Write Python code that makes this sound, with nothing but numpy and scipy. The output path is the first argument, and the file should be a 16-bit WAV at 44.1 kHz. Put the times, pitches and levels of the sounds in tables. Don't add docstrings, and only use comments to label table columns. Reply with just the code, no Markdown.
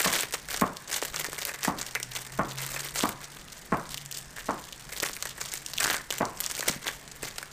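import sys
import numpy as np
from scipy import signal
from scipy.fft import rfft, irfft
from scipy.io import wavfile
from scipy.ndimage import uniform_filter1d

SR = 44100
rng = np.random.default_rng(int(sys.argv[2]) if len(sys.argv) > 2 else 0)


def gain_from_db(level_db):
    decades = np.asarray(level_db, float) / 20
    return 10 ** decades


def unload_audio(sound):
    columns = np.transpose(np.atleast_2d(sound))
    steps = np.round(np.clip(columns, -1, 1) * 32767)
    wavfile.write(sys.argv[1], SR, steps.astype(np.int16))


N = 331632


def evened(x):
    return x / np.sqrt(np.mean(x ** 2) + 1e-20)


def read(points, hz):
    f, value = np.transpose(points)
    return np.interp(np.log(hz + 1), np.log(f + 1), value)


def curve(rows):
    s, *columns = np.transpose(rows)
    return [np.interp(np.arange(N) / SR, s, c) for c in columns]


def colour(points, size=2048):
    hz = np.abs(np.fft.fftfreq(size, 1 / SR))
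    below = hz < points[0][0]
    log_gain = np.log(gain_from_db(read(points, hz) - 60 * below))
    phase = -signal.hilbert(log_gain).imag
    return np.fft.ifft(np.exp(log_gain + 1j * phase)).real[:size // 2]


def creases(points, pop_s, flutter_s, flutter_db, count=24):
    t = np.arange(1200) / SR
    spread = np.exp(0.71 * rng.standard_normal((count, 1)))
    shape = np.exp(-t / (pop_s * spread)) + gain_from_db(flutter_db) * np.exp(-t / (flutter_s * spread))
    shape = shape * (1 - np.exp(-t / 0.000099))
    delays = rng.integers(40, 260, count)
    second = np.array([np.roll(s, d) * (t >= t[d]) for s, d in zip(shape, delays)])
    shape = shape + gain_from_db(rng.uniform(-21.5, 4, (count, 1))) * second
    hz = np.fft.rfftfreq(len(t), 1 / SR) + 1
    lowest, highest = np.log(points[1][0]), np.log(points[-2][0])
    favoured_hz = np.exp(rng.uniform(lowest, highest, (count, 1)))
    band = gain_from_db(7.8 * np.exp(-(np.log(hz / favoured_hz) / 0.46) ** 2))
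    noise = irfft(rfft(rng.standard_normal(shape.shape)) * band, len(t))
    snaps = signal.fftconvolve(shape * noise, colour(points)[None], axes=1)[:, :len(t)]
    return snaps / np.abs(snaps).max(1, keepdims=True)


# start t/s, hold t/s, crackle treble level/dB,
# body level/dB against the treble
HAND_MOVES = [(0.0, 0.22, -30.5, -1.5), (0.332, 0.018, -35.5, -4.5), (0.509, 0.047, -36.5, -2),
              (0.599, 0.017, -41, -8), (0.909, 0.069, -34.5, -4), (1.012, 0.052, -38, -2.5),
              (1.135, 0.029, -36, -2.5), (1.196, 0.081, -39, -4), (1.347, 0.072, -38.5, -3),
              (1.463, 0.092, -39.5, 0), (1.629, 0.043, -36, -3.5), (1.786, 0.13, -42.5, -4),
              (2.149, 0.03, -36, -4.5), (2.223, 0.17, -48.5, -0.5), (2.477, 0.076, -44, -4.5),
              (2.578, 0.29, -38, -4), (2.955, 0.11, -33.5, -5.5), (3.223, 0.012, -45, -1),
              (3.35, 0.028, -45.5, -7), (3.522, 0.011, -43.5, -9), (3.9, 0.11, -48, -13),
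              (4.158, 0.028, -36, -18), (4.368, 0.032, -41.5, -17), (4.458, 0.05, -43.5, -5),
              (4.723, 0.012, -47.5, -20), (4.902, 0.11, -42.5, -4), (5.032, 0.02, -32, -2.5),
              (5.13, 0.034, -43, -10), (5.262, 0.021, -40.5, -9), (5.406, 0.05, -38.5, -7),
              (5.528, 0.02, -38.5, -8), (5.67, 0.12, -45.5, -9), (5.805, 0.15, -33.5, -6),
              (6.115, 0.055, -41, -3.5), (6.365, 0.26, -40, -5.5), (6.664, 0.03, -31, -1),
              (6.861, 0.03, -34, -1), (7.222, 0.066, -42, -3.5), (7.399, 0.024, -48, 1)]


def hands():
    rise_db_per_s, fall_db_per_s, rest_db, rest_body_db = 512, 275, -52, -8
    start, hold, level_db, body_db = np.transpose(HAND_MOVES)[:, :, None]
    t = np.arange(0, N / SR + .002, .002)
    before, after = np.maximum(start - t, 0), np.maximum(t - start - hold, 0)
    away_db = rise_db_per_s * before + fall_db_per_s * after
    power, rest = gain_from_db(level_db - away_db) ** 2, gain_from_db(rest_db) ** 2
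    total = power.sum(0) + rest
    mean_body_db = ((power * body_db).sum(0) + rest * rest_body_db) / total
    return curve(np.transpose([t, 10 * np.log10(total), mean_body_db]))


# t/s, treble peak level/dB,
# body peak level/dB against the treble
CREASE_SNAPS = [(0.0296, -20, -23), (0.0457, -11.5, -10.5), (0.1495, -13, -9), (0.2076, -9, -22),
                (0.3394, -16.5, -2.5), (0.487, -21, -6), (0.544, -18.5, -3.5), (0.612, -12, -8),
                (0.7693, -21, -22), (1.0253, -23, 8.5), (1.0352, -20, -18), (1.0508, -17, -6.5),
                (1.1617, -12, -15), (1.1961, -12, -10), (1.211, -29, -20), (1.2445, -17.5, -1),
                (1.2585, -29, -2), (1.3309, -16.5, -5), (1.4519, -11.5, -16), (1.5119, -38, -5),
                (1.6485, -14.5, -4.5), (1.8132, -17, -7.5), (1.9512, -11.5, -4.5), (2.0001, -19.5, -7),
                (2.0295, -14.5, -17.5), (2.1167, -24.5, -12), (2.1582, -17, -23), (2.762, -21.5, 0.5),
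                (2.958, -17, -4), (2.992, -15.5, -16), (3.0144, -25, -35), (3.0909, -15.5, -8),
                (3.9439, -16.5, -10.5), (3.9743, -18, -26), (4.0603, -20, -28), (4.113, -20, -30),
                (4.1254, -18.5, -30), (4.184, -22, -37), (5.0015, -10.5, -21), (5.0327, -12.5, -3),
                (5.0621, -14.5, -7), (5.096, -27, 3.5), (5.166, -23.5, 1), (5.225, -11, -15),
                (5.2542, -18.5, -7), (5.4126, -17.5, -4), (5.5263, -26.5, -6), (5.5378, -12, -16.5),
                (5.6624, -17, -34), (5.7348, -17, -13.5), (5.7779, -10.5, -36), (5.8029, -10, -7),
                (5.8415, -8.5, -13), (5.8689, -13, -14), (5.9001, -13, -3.5), (5.9077, -14, -21),
                (5.9429, -20, 5), (6.1048, -11, -11), (6.125, -13, -12), (6.1828, -17, -26),
                (6.254, -17.5, -22), (6.4037, -6.5, -18), (6.4405, -15, -34), (6.463, -9, -20),
                (6.5127, -12.5, -11.5), (6.5677, -18.5, -15), (6.5932, -18, -9.5), (6.6074, -12, -16),
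                (6.6257, -27, 5), (6.658, -29, 5), (6.6795, -18, -19), (6.6825, -4.5, -12),
                (6.6855, -10, -13), (6.693, -13.5, -7.5), (6.8756, -13, -20), (7.2296, -17, -8.5),
                (7.383, -16.5, -8), (7.4281, -24, 0.5)]
# f/Hz, level/dB
SNAP_TREBLE = [(1500, -21), (2800, 3), (5000, 0), (8400, 0.5), (10500, -7), (14000, -5), (16500, -9)]
# f/Hz, level/dB
SNAP_BODY = [(200, -9.5), (450, -2.5), (900, -6), (1300, -5.5), (1650, -1.5), (2300, -1.5), (3500, -20)]
# t/s, level/dB, f/Hz
AIR_PUSHES = [(1.286, -26.5, 446), (5.03, -18.5, 470), (6.596, -23, 524), (6.679, -17, 510),
              (6.698, -23, 215), (6.762, -29.5, 206), (7.232, -25.5, 405)]


def film():
    treble = creases(SNAP_TREBLE, pop_s=0.00036, flutter_s=0.0045, flutter_db=-24.5)
    body = creases(SNAP_BODY, pop_s=0.00052, flutter_s=0.0037, flutter_db=-10.5)
    crackle_db, body_db = hands()
    clumps = evened(uniform_filter1d(rng.standard_normal(N), 250))
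    busy = gain_from_db(.4 * (crackle_db + 44.0))
    per_s = 260 * busy * np.exp(.9 * clumps / (1 + .4 * busy))
    happens = rng.random(N) < per_s / SR
    sizes = gain_from_db(3.86 * np.minimum(rng.exponential(1, N), 3)) * happens / np.sqrt(busy)
    kind = rng.integers(0, len(treble), N)
    out = np.zeros(N + SR)
    for family, level_db, scatter_db in ((treble, crackle_db, 2.5), (body, crackle_db + body_db, 3.5)):
        pops = sizes * gain_from_db(scatter_db * rng.standard_normal(N))
        crackle = sum(signal.oaconvolve(pops * (kind == k), snap)[:N] for k, snap in enumerate(family))
        out[:N] += gain_from_db(level_db) * evened(crackle)
    for k, (s, peak_db, low_db) in enumerate(CREASE_SNAPS):
        snap = treble[k % len(treble)] + gain_from_db(low_db) * body[k % len(body)]
        out[round(s * SR):][:len(snap)] += gain_from_db(peak_db) * snap
    t = np.arange(1500) / SR
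    for s, level_db, hz in AIR_PUSHES:
        swell = np.e * (hz * t / 0.51) * np.exp(-hz * t / 0.4)
        push = np.sin(2 * np.pi * hz * t) * swell
        out[round(s * SR):][:len(t)] += gain_from_db(level_db) * push
    return out[:N]


# start t/s, length t/s, level/dB ahead of the arch of effort, f/Hz
FILM_SLIDES = [(4.352, 0.089, -43.5, 1750), (5.776, 0.24, -32.5, 1640)]


def peels():
    pocket_width_hz, slips_per_s = 400, 510
    out = np.zeros(N)
    for s, length, db, hz in FILM_SLIDES:
        t = np.arange(0, length, 1 / SR)
        chance, size, sign = rng.random((SR // 2, 3)).T[:, :len(t)]
        slips = (chance < slips_per_s / SR) * np.sign(sign - .5) * (1 - size) ** -.3
        ring = np.exp(-np.pi * pocket_width_hz * t[:900]) * np.sin(2 * np.pi * hz * t[:900])
        effort = np.sin(np.pi * t / length) ** 0.59
        out[round(s * SR):][:len(t)] += gain_from_db(db) * effort * evened(np.convolve(slips, ring)[:len(t)])
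    return out


# t/s, peak level/dB of the blow ahead of bass loss and echoes,
# level/dB of the modes under 350 Hz against the rest
KNIFE_BLOWS = [(0.056, -12, 2), (0.616, -8, -5), (1.676, -10.5, -1), (2.389, -8.5, -3), (3.033, -10.5, -3),
               (3.721, -7.5, -4), (4.486, -11.5, -7), (6.205, -9, -10)]
# f/Hz, level/dB, 60 dB decay t/s
BOARD_MODES = [(74.4, -4, 0.097), (198, 0, 0.04), (263, 9, 0.018), (437, 7.5, 0.0047), (756, 1.5, 0.013),
               (1034, 15.5, 0.0093), (1380, 8.5, 0.0067), (1930, 2, 0.0038)]
# delay t/s, level/dB
BOARD_PATHS = [(0, -10), (.0046, 1), (.0092, -5.5), (0.015, -12.5), (0.0214, -7), (0.0248, -5.5)]


def knife():
    t = np.arange(SR // 8) / SR
    contact = np.exp(-((t[:80] - t[40]) / 0.00014) ** 2)
    small_board = signal.butter(2, 130, "high", fs=SR, output="sos")
    out, shared = np.zeros(N + SR), stall()
    for s, peak_db, low_db in KNIFE_BLOWS:
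        variation = rng.standard_normal((len(BOARD_MODES), 2))
        ring = np.zeros(len(t))
        for (hz, db, t60), (level_shift, pitch_shift) in zip(BOARD_MODES, variation):
            mode_db = db + low_db * (hz < 350) + 1.8 * level_shift - 60 * t / t60
            ring += gain_from_db(mode_db) * np.cos(2 * np.pi * hz * (1 + .04 * pitch_shift) * t - .9)
        ring = np.convolve(ring, contact)
        ring = signal.sosfilt(small_board, gain_from_db(peak_db) * ring / np.abs(ring).max())
        paths = (shared + stall()) / np.sqrt(2)
        for delay_s, db in BOARD_PATHS:
            at = round(delay_s * SR)
            paths[at] += gain_from_db(db)
            paths[at + rng.integers(8, 90, 3)] += gain_from_db(db - 8) * rng.standard_normal(3)
        heard = signal.fftconvolve(ring, paths)
        out[round(s * SR) - 30:][:len(heard)] += heard
    return out[:N]


# f/Hz, 60 dB decay t/s
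STALL_DECAY = [(150, 0.35), (320, 0.37), (1300, 0.4), (2400, 0.32), (8000, 0.23)]


def stall():
    taps = np.zeros(SR // 2)
    at = np.arange(300, len(taps) - 20, 20)
    taps[at + rng.integers(0, 20, len(at))] = rng.choice([-1., 1.], len(at))
    hz, t, z = signal.stft(taps, SR, nperseg=512)
    decay = gain_from_db(-60 * t / read(STALL_DECAY, hz)[:, None])
    tail = signal.istft(z * decay, SR, nperseg=512)[1]
    return tail / np.linalg.norm(tail)


# t/s, f/Hz, level/dB
MOTOR_HUM = [(0, 140, -58), (.9, 140, -68), (1.2, 150, -51), (1.6, 135, -62), (2.05, 124, -54.5),
             (2.12, 125.9, -50), (2.35, 133, -49), (2.55, 135, -41), (2.8, 138, -48.5), (2.9, 140, -55),
             (3.7, 145, -62), (4, 143, -50), (4.4, 128, -62), (6.5, 138, -57.5), (7.2, 145, -59),
             (7.52, 143, -65)]


def hum():
    hz, level_db = curve(MOTOR_HUM)
    smooth = uniform_filter1d(rng.standard_normal((2, N)), 2500, axis=1)
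    tremble = evened(uniform_filter1d(smooth, 2500, axis=1))
    turns = np.cumsum(hz * (1 + 0.0093 * tremble[0])) / SR
    return gain_from_db(level_db + 2.5 * tremble[1]) * np.sqrt(2) * np.sin(2 * np.pi * turns)


# f/Hz, level/dB per Hz
AIR_SPECTRUM = [(15, -29), (25, 15.5), (85, -7), (135, 2.5), (313, -8), (1470, -9.5), (1730, -5.5),
                (2900, -17), (8370, -17.5), (14000, -35), (15200, -56), (16500, -51)]


def air():
    frames, hz = N // 512 + 5, np.fft.rfftfreq(2048, 1 / SR)
    real, imaginary, patches = rng.standard_normal((frames, 1025, 3)).T
    patches = evened(uniform_filter1d(uniform_filter1d(patches, 16, 0), 8, 1))
    z = (real + 1j * imaginary) * gain_from_db(read(AIR_SPECTRUM, hz)[:, None] + 1.6 * patches)
    noise = signal.istft(z, nperseg=2048, noverlap=1536)[1][:N]
    return gain_from_db(-49.5) * evened(noise)


def scene():
    near = film() + peels()
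    reflected = gain_from_db(-14.5) * signal.fftconvolve(near, stall())[:N]
    return (near + reflected + knife() + hum() + air())[None]


def band_limit(x):
    return signal.sosfilt(signal.butter(12, 16980, fs=SR, output="sos"), x)


def record(dry):
    low_pass = signal.firwin(255, 15400, window=("kaiser", 3), fs=SR)
    limited = signal.oaconvolve(dry, low_pass[None], "same")
    return band_limit(limited)


dry = scene()
out = record(dry)
unload_audio(out)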